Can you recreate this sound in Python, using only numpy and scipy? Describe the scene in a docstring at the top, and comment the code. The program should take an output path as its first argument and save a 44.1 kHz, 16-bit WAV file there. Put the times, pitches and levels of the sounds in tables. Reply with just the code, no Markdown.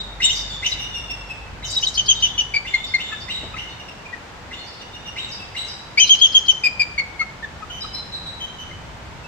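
"""In a wooded enclosure a bald eagle chirps from a perch, and a second eagle, further off, calls with it.
Their rising yelps, screams, whistles and slowing piping notes are sine tones with bent pitch and overtones.
Hoarse squeaks, sliding tones shaken at random, mark the jumps of the voice from one register to the next.
Fading noise makes the echoes of ground and trees. A dull knock, outdoor noise and the low hum of a
distant engine that dies away complete the scene."""
import sys
import numpy as np
from scipy import signal
from scipy.fft import rfft, irfft, next_fast_len
from scipy.io import wavfile
from scipy.ndimage import uniform_filter1d, minimum_filter1d, map_coordinates

SR = 44100
rng = np.random.default_rng(int(sys.argv[2]) if len(sys.argv) > 2 else 0)


def dump(signal):
    """Clip the signal to [-1, 1] and save it as 16-bit WAV at the path in sys.argv[1]."""
    limited = np.clip(np.atleast_2d(signal).T, -1, 1)
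    pcm = np.round(limited * 32767).astype(np.int16)
    wavfile.write(sys.argv[1], SR, pcm)


N = 408807
TIME = np.arange(N) / SR

# Voice levels below are set before panning and echoes. "Octave" is the tone at twice the pitch.
# Near eagle's piping notes:
# (time [s], length [s], middle pitch [Hz], level [dB], octave relative to the note [dB])
PIPING_NOTES = [(0.239, 0.028, 3713, -21.5, 4), (0.716, 0.02, 3920, -20.5, -25),
                (1.761, 0.026, 3854, -17.5, -20.5), (1.866, 0.011, 3863, -15.5, -25),
                (1.972, 0.039, 3132, -18, -9), (2.081, .046, 3175, -13.5, -6),
                (2.221, 0.051, 3048, -18, -9.5), (2.377, 0.041, 3007, -17, -12.5),
                (2.537, .045, 2322, -18.5, -8.5), (2.736, 0.018, 2136, -13.5, -13.5),
                (2.937, 0.022, 2127, -14.5, -10.5), (3.115, .042, 1740, -33.5, -23),
                (3.123, 0.01, 1304, -33.5, 1), (3.537, 0.013, 1260, -34, -0.5),
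                (4.126, 0.02, 1920, -31, -27), (5.995, 0.056, 3117, -13.5, -3.5),
                (6.091, .06, 3191, -10.5, -12.5), (6.212, .054, 3260, -9, -14),
                (6.343, 0.04, 3232, -10.5, -16.5), (6.48, 0.034, 3123, -12.5, -12.5),
                (6.635, 0.044, 2464, -13.5, -9), (6.793, 0.039, 2417, -16, -6),
                (6.978, 0.027, 2228, -14.5, -14.5), (7.192, 0.035, 2178, -21, -14),
                (7.208, 0.017, 1317, -30, -13), (7.424, 0.031, 1790, -29, -17),
                (7.62, .024, 1262, -34.5, -11), (7.694, 0.025, 1440, -41, -2),
                (7.84, 0.011, 1225, -33.5, -13), (8.708, 0.012, 2103, -37, -22)]
# Near eagle's rising yelps: (time [s], length [s], top pitch [Hz], level [dB])
NEAR_YELPS = [(0.225, 0.0426, 3140, -21.5), (0.291, 0.028, 3220, -21.5), (0.659, 0.0137, 3166, -15.5),
              (1.824, 0.024, 3270, -19.5), (5.973, 0.036, 2600, -14.5)]
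# Pitch of a yelp at its start, middle and end: (share of the top pitch [0-1])
YELP_ARCH_SHARES = (.84, 0.94, 1)
# The near eagle starts hoarse and clears: (time [s], roughness [0-1])
NEAR_ROUGHNESS = [(2.45, 0.39), (2.75, 0.22)]
# Far eagle's screams, each a climb of yelps, a held whistle and a break upward:
# (time [s], hold length [s], held pitch [Hz], yelp level [dB], hold level [dB], break level [dB])
FAR_SCREAMS = [(0.199, .1, 3704, -24, -22, -33), (0.624, 0.027, 3720, -25.5, -30, -44),
               (1.62, 0.017, 3730, -39.5, -29.5, -35), (2.649, .16, 3548, -32, -36.5, -40.5),
               (2.98, 0.17, 3580, -30.5, -35, -43), (3.28, .1, 3795, -30, -32, -56),
               (3.561, 0.077, 2895, -31.5, -37, -45.5), (4.509, .1, 3594, -36, -41, -44.5),
               (5.158, .105, 3776, -30, -34.5, -36.5), (5.545, 0.08, 3888, -32, -29.5, -38.5)]
# The yelps by which a scream climbs through two registers: (delay [s], length [s], top pitch [Hz])
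SCREAM_CLIMB = [(0, 0.018, 2229), (0.014, 0.0306, 3100)]
# Far eagle's whistles; a catch is a brief note in the register above:
# (time [s], length [s], pitch [Hz], level [dB], catch strength relative to the whistle [0-1])
FAR_WHISTLES = [(0, 0.015, 3790, -25, 0.03), (0.502, 0.083, 3524, -32.5, 0.57),
                (0.788, 0.078, 2873, -30, 0.8), (0.94, 0.066, 2793, -32, 0.93),
                (1.097, 0.027, 2726, -27.5, 0.26), (1.294, 0.033, 2608, -33, 0.2),
                (1.637, 0.039, 3040, -36.5, 1), (1.708, 0.066, 3885, -33.5, 0),
                (2.147, 0.052, 3700, -32.5, 0.05), (2.264, 0.05, 3385, -32, 0),
                (2.836, 0.023, 3644, -27, 0.01), (3.792, 0.022, 2870, -39, 0.02),
                (3.882, 0.012, 2700, -36, 0), (4.051, .016, 2410, -37, 0.03),
                (4.577, 0.062, 4270, -43, 0.03), (4.81, 0.02, 2842, -37.5, 0.5),
                (4.94, 0.036, 2874, -40.5, 0.95), (5.057, 0.048, 2855, -36.5, 0.5),
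                (5.391, 0.037, 2660, -38.5, 0.4), (6.006, .11, 4060, -33.5, 0.02),
                (7.697, 0.12, 3034, -37, 0), (7.813, 0.047, 3920, -34, 1), (7.94, 0.0683, 4052, -32, 0.85),
                (8.12, 0.076, 3968, -32.5, 0.06), (8.256, 0.044, 3900, -31.5, 0),
                (8.4, 0.061, 3102, -34.5, 0.08), (8.581, 0.068, 3010, -36.5, 0.03),
                (9.237, 0.02, 2640, -40, 0)]
# Octave of the far eagle's whistles, strongest in the lower middle: (pitch [Hz], relative level [dB])
FAR_OCTAVE_BY_PITCH = [(2400, -32), (2750, -5.5), (2900, -11), (3100, -14.5), (3700, -16), (4100, -28.5)]
# What throat and beak pass of the harmonics above the octave: (frequency [Hz], gain [dB])
THROAT_GAIN = [(4000, -8.5), (7400, 6), (8500, -6), (9400, -21.5), (10600, -20.5), (12400, -12),
               (15000, -16)]
# Lone hoarse squeaks: (time [s], length [s], start pitch [Hz], level [dB])
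LONE_SQUEAKS = [(0.315, 0.13, 6230, -31), (0.655, 0.076, 6300, -29.5), (1.645, .055, 6400, -31),
                (1.7, 0.026, 7400, -27), (1.737, 0.02, 5700, -25), (1.805, 0.039, 6000, -28),
                (1.872, 0.027, 7500, -31.5), (1.935, .03, 5400, -25.5), (4.721, .13, 4910, -44)]
# Colour of the outdoor noise: (frequency [Hz], relative density [dB])
AIR_COLOUR = [(25, -14.5), (50, 1), (90, 0), (170, -4), (300, -9.5), (650, -9), (900, -6), (1150, -10),
              (1400, -10), (1800, -11.5), (3500, -18.5), (7500, -28.5), (10000, -42), (15000, -45.5)]
# How the low rumble rises and sinks: (time [s], relative level [dB])
RUMBLE_LEVEL = [(2.5, 0.5), (3.6, 3.5), (4.2, -1), (7.3, -1.5), (8.0, 2.5), (8.6, 1.5), (9.2, 2.5)]
# Distant engine: (time [s], firing rate [Hz], level [dB])
ENGINE_COURSE = [(0, 48, -41), (2.551, 49.9, -43), (2.899, 42.6, -56), (3.997, 29.5, -87.5)]

# A piping note starts and ends below its middle pitch, the more the longer it lasts (share of pitch per s)
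PIPE_RISE_PER_S, PIPE_FALL_PER_S = 0.47, 2.1
YELP_OCTAVE_DB, YELP_ROUGH = -7.5, 0.44
HOLD_AFTER_S, HOLD_OCTAVE_DB, HOLD_ROUGH = 0.019, -15, .36
BREAK_GAP_S = 0.031  # pause between the held whistle and the break
BREAK_S, BREAK_OCTAVE_DB = .06, -28.5
REGISTER_RATIO = 1.275  # pitch step from one register to the next
# Second tone of the break: pitch relative to the held whistle, level relative to the break
SPLIT_RATIO, SPLIT_DB = 1.47, -6
WHISTLE_SAG, FAR_ROUGH = .022, 0.28  # share of its pitch that a whistle loses; roughness 0-1
CATCH_LEAD_S, CATCH_S = 0.0089, 0.028
ATTACK_S, RELEASE_SHARE = 0.0076, 0.32  # the release is a share of the note's length
SQUEAK_FALL = 0.15  # share of its pitch that a squeak loses
HIGH_REGISTER_HZ, QUICK_GAP_S = 2700, 0.15
ENTRY_LEAD_S, ENTRY_S, ENTRY_HZ = 0.024, 0.017, 5010
ENTRY_DB, ENTRY_DB_PER_S = -32, 194.5  # level at the slowest gap; dB per s of shorter gap
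EXIT_S, EXIT_HZ, EXIT_DB = 0.022, 6420, -18  # level relative to the note
RASP_S, RASP_HZ, RASP_DB = 0.079, 6110, -6  # squeak before a scream's break; level relative to the break
NEAR_LAG_S, FAR_LAG_S = 7.2e-5, 8e-5  # how much later the right microphone port hears each bird
KNOCK_DB, KNOCK_T60_S = -33, .16  # starting level; time to fall by 60 dB
AIR_DB = -41  # rms level of the outdoor noise from 200 to 1800 Hz
CEILING, LIMITER_S, TOP_HZ = .97, .003, 15600


def near_eagle():
    """Loud, clear notes, heard mostly direct and a little earlier and louder on the left."""
    out = np.zeros((2, N))
    notes = [piping(*row) for row in PIPING_NOTES]
    notes += [yelp(*row, YELP_OCTAVE_DB) for row in NEAR_YELPS]
    for start, length, pitches, db, octave_db, rough in notes:
        note = syrinx(length, pitches, octave_db, rough, jitter=0.044, flutter=0.3, hiss_db=-8.5, upper_db=-25)
        add(out, start, undb(db) * note, pan_db=3.0)
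    heard = ports(out, NEAR_LAG_S)
    return woods(heard, direct_db=3.1, tail_db=-11.5, t60=0.62, scatter_db=0.0, scatter_t60=0.07)


def piping(start, length, hz, db, octave_db):
    """One arched note, as (start, length, three pitches, level, octave level, roughness)."""
    arch = hz * (1 - length * np.array([PIPE_RISE_PER_S, 0, PIPE_FALL_PER_S]))
    rough = np.interp(start, *np.transpose(NEAR_ROUGHNESS))
    return start, length, arch, db, octave_db, rough


def yelp(start, length, top_hz, db, octave_db):
    """One rough note that swoops up to its top."""
    return start, length, top_hz * np.array(YELP_ARCH_SHARES), db, octave_db, YELP_ROUGH


def far_eagle():
    """Screams and whistles from among the trees, heard more by their echoes than directly."""
    out = np.zeros((2, N))
    calls = [scream(*row) for row in FAR_SCREAMS] + [whistle(*row) for row in FAR_WHISTLES]
    for start, length, pitches, db, octave_db, rough in sum(calls, []):
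        note = syrinx(length, pitches, octave_db, rough, jitter=0.062, flutter=0.62, hiss_db=-5.0, upper_db=-13)
        add(out, start, undb(db) * note, pan_db=0.5)
    heard = ports(out, FAR_LAG_S)
    return woods(heard, direct_db=1.5, tail_db=-0.5, t60=0.87, scatter_db=0, scatter_t60=0.05)


def scream(start, hold, hz, yelp_db, hold_db, break_db):
    """The voice climbs through two yelps, holds a whistle, then breaks upward and splits into two tones."""
    climb = [yelp(start + delay, length, top_hz, yelp_db, octave_db=-20)
             for delay, length, top_hz in SCREAM_CLIMB]
    held = (start + HOLD_AFTER_S, hold, sag(hz), hold_db, HOLD_OCTAVE_DB, HOLD_ROUGH)
    breaks_at = start + HOLD_AFTER_S + hold + BREAK_GAP_S
    broken = [(breaks_at, BREAK_S, sag(hz * ratio), db, BREAK_OCTAVE_DB, FAR_ROUGH)
              for ratio, db in ((REGISTER_RATIO, break_db), (SPLIT_RATIO, break_db + SPLIT_DB))]
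    return climb + [held] + broken


def whistle(start, length, hz, db, catch):
    """A held note that may first catch briefly in the register above."""
    octave_db = np.interp(hz, *np.transpose(FAR_OCTAVE_BY_PITCH))
    notes = [(start, length, sag(hz), db, octave_db, FAR_ROUGH)]
    if catch > 0:
        catch_db = db + 20 * np.log10(catch)
        catch_pitches = sag(hz * REGISTER_RATIO)
        notes.append((start - CATCH_LEAD_S, CATCH_S, catch_pitches, catch_db, BREAK_OCTAVE_DB, FAR_ROUGH))
    return notes


def sag(hz):
    """Pitch at the start, middle and end of a held note that sinks slightly."""
    return hz * (1 + WHISTLE_SAG * np.array([.5, 0, -.5]))


def squeaks():
    """Between clear notes the membrane swings irregularly: a hoarse, sliding band."""
    out = np.zeros((2, N))
    for start, length, first_hz, db in list(LONE_SQUEAKS) + voice_breaks():
        count = int(length * SR)
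        slide = np.linspace(1, 1 - SQUEAK_FALL, count)
        hz = first_hz * slide * (1 + 0.075 * wobble(count, 2200))
        phase = 2 * np.pi * np.cumsum(hz) / SR
        octave = undb(-25) * np.sin(2 * phase)
        voice = np.tanh(wobble(count, 1210)) * (np.sin(phase) + octave)
        add(out, start, undb(db) * swell(count) * voice, pan_db=1.5)
    return woods(out, direct_db=0.5, tail_db=-4.5, t60=0.93, scatter_db=1.0, scatter_t60=0.087)


def voice_breaks():
    """Squeaks where the voice changes register: in screams, and into and out of high piping notes."""
    rows = [(start + HOLD_AFTER_S + hold, RASP_S, RASP_HZ, db + RASP_DB)
            for start, hold, *_, db in FAR_SCREAMS]
    gaps = np.diff([row[0] for row in PIPING_NOTES], prepend=-np.inf)
    for gap, (start, length, hz, db, _) in zip(gaps, PIPING_NOTES):
        if hz > HIGH_REGISTER_HZ:
            rows.append((start + length - EXIT_S / 2, EXIT_S, EXIT_HZ, db + EXIT_DB))
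            # notes in quick succession also begin with a squeak, weaker as the rhythm slows
            if gap < QUICK_GAP_S:
                entry_db = ENTRY_DB + ENTRY_DB_PER_S * (QUICK_GAP_S - gap)
                rows.append((start - ENTRY_LEAD_S, ENTRY_S, ENTRY_HZ, entry_db))
    return rows


def syrinx(length, pitches, octave_db, rough, jitter, flutter, hiss_db, upper_db):
    """One note: a membrane whistles along an arch of pitch; roughness shakes its rate and its swing."""
    count = int(length * SR)
    arch = np.polyfit([0, .5, 1], pitches, 2)
    hz = np.polyval(arch, np.linspace(0, 1, count))
    shake = wobble(count, 573.0)
    phase = 2 * np.pi * np.cumsum(hz * (1 + rough * jitter * shake)) / SR
    pressure = swell(count)
    tone = np.sin(phase) + undb(octave_db) * pressure * np.sin(2 * phase)
    # the upper harmonics grow with the octave and need full pressure
    for k in range(3, 6):
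        throat_db = np.interp(k * hz, *np.transpose(THROAT_GAIN))
        tone += undb(upper_db + throat_db + octave_db / 2) * pressure ** 2 * np.sin(k * phase)
    # in rough notes strong and weak cycles alternate, which adds a line halfway to the octave
    tone += rough ** 2 * undb(-13.5) * np.sin(3 * phase / 2)
    # a slower, unsteady vibration of the membrane puts sidebands round the whistle
    buzz_hz = 540 * (1 + 0.25 * wobble(count, 400))
    buzz = np.sin(2 * np.pi * np.cumsum(buzz_hz) / SR)
    tone *= 1 + rough * (flutter * buzz + .5 * wobble(count, 272))
    # the edges of a note, at low pressure, are hoarser than its middle
    hiss = unit(band(rng.standard_normal(SR // 2), 2900, 6000, order=3))[:count]
    breath = rough * undb(hiss_db - 10.2 * pressure) * hiss
    return pressure * (tone + breath)


def swell(count):
    """Pressure over one note: it builds, holds if the note is long enough, and lets go."""
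    u = np.linspace(0, 1, count)
    attack = min(ATTACK_S * SR / count, .5)
    rise = np.minimum(u / attack, 1)
    fall = np.minimum((1 - u) / RELEASE_SHARE, 1)
    return np.sin(np.pi / 2 * rise) * np.sin(np.pi / 2 * fall) ** 2


def ports(pair, lag_s):
    """Sound reaches the left microphone port first and the right one a moment later."""
    size = next_fast_len(N)
    hz = np.arange(size // 2 + 1) * SR / size
    # turning the phase in step with frequency delays by less than a sample if need be
    right = irfft(rfft(pair[1], size) * np.exp(-2j * np.pi * hz * lag_s), size)[:N]
    return np.array([pair[0], right])


def woods(dry, direct_db, tail_db, t60, scatter_db, scatter_t60):
    """Direct sound, a quick scatter from ground and leaves, and a tail from trunks and slope."""
    t = TIME[:SR]
    noise = band(rng.standard_normal((2, 2, SR)), 530, 14200, order=1)
    response = np.zeros((2, SR))
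    response[:, 0] = undb(direct_db)
    settings = ((scatter_db, scatter_t60, .004), (tail_db, t60, .022))
    for echoes, (db, decay, delay) in zip(noise, settings):
        dull = band(echoes, 660, 4400, order=1)
        # leaves soak up the treble first
        echoes = dull + (echoes - dull) * undb(-25 * t)
        echoes = echoes * undb(-60 * t / decay) * (t > delay)
        response += undb(db) * echoes / np.sqrt(np.sum(echoes ** 2) / 2)
    return signal.fftconvolve(dry, response, axes=1)[:, :N]


def knock(start, db, t60):
    """One soft, dull knock: low-pitched noise that dies away quickly."""
    t = TIME[:SR // 4]
    thud = unit(band(rng.standard_normal(len(t)), 150, 690)) * undb(db - 60 * t / t60)
    out = np.zeros((2, N))
    add(out, start, thud)
    return out


def outdoors():
    """Far-off noise, most alike in both channels in the bass, over a slowly heaving rumble."""
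    hz = np.maximum(np.arange(N // 2 + 1) * SR / N, 1)
    points, db = np.transpose(AIR_COLOUR)
    colour = undb(np.interp(np.log(hz), np.log(points), db))
    likeness = np.clip(0.85 / (1 + (hz / 700) ** 2), 0, np.sqrt(3) / 2)
    # what the channels share, and what differs between them
    mid, side = rfft(rng.standard_normal((2, N))) * colour
    spectrum = mid * np.sqrt(1 + likeness) + np.array([[1], [-1]]) * side * np.sqrt(1 - likeness)
    bass = 1 / (1 + (hz / 190) ** 4)
    low, high = irfft(spectrum * bass, N), irfft(spectrum * (1 - bass), N)
    heave_db = np.interp(TIME, *np.transpose(RUMBLE_LEVEL)) + 1.8 * wobble(N, 4.9)
    air = low * undb(heave_db) + high * undb(0.25 * wobble(N, 2.58))
    return air * undb(AIR_DB) / np.std(band(air, 200, 1800))


def engine():
    """A distant idling engine: an unsteady hum at its firing rate that slows and dies away."""
    times, rates, levels = np.transpose(ENGINE_COURSE)
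    hz, db = np.interp(TIME, times, rates), np.interp(TIME, times, levels)
    phase = 2 * np.pi * np.cumsum(hz * (1 + 0.01 * wobble(N, 7.1))) / SR
    hum = unit(np.sin(phase) + undb(-10.5) * np.sin(2 * phase))
    return undb(db + 1.5 * wobble(N, 8.3)) * hum


def undb(db):
    """Decibels to gain."""
    return 10 ** (np.asarray(db) / 20)


def unit(x):
    """Scale to rms 1."""
    return x / np.sqrt(np.mean(x ** 2))


def band(x, lo_hz, hi_hz, order=2):
    """Butterworth band-pass: keep what lies between two frequencies."""
    edges = [lo_hz, min(hi_hz, SR / 2 - 100)]
    return signal.sosfilt(signal.butter(order, edges, "band", fs=SR, output="sos"), x)


def wobble(count, rate_hz):
    """Smooth random drift of spread about 1, through rate_hz random points a second."""
    steps = rng.standard_normal(2048)
    return map_coordinates(steps, [np.arange(count) * rate_hz / SR], order=3, mode="grid-wrap")


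def add(out, start, sound, pan_db=0):
    """Mix a sound into both channels at its time; a positive pan makes the left louder."""
    i = max(int(start * SR), 0)
    part = sound[:N - i]
    out[:, i:i + len(part)] += undb([[pan_db / 2], [-pan_db / 2]]) * part


def scene():
    """Both birds over the background."""
    birds = near_eagle() + far_eagle() + squeaks()
    background = knock(start=3.432, db=KNOCK_DB, t60=KNOCK_T60_S) + outdoors() + engine()
    return birds + background


def record(dry):
    """The recorder's limiter ducks peaks above the ceiling; then a steep filter cuts the top."""
    size = int(LIMITER_S * SR)
    needed = CEILING / np.maximum(np.abs(dry).max(axis=0), CEILING)
    # hold the lowest gain around each peak, then smooth its edges
    gain = uniform_filter1d(minimum_filter1d(needed, 2 * size), size)
    return signal.sosfilt(signal.ellip(12, .2, 80, TOP_HZ, fs=SR, output="sos"), dry * gain)


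dry = scene()
out = record(dry)
dump(out)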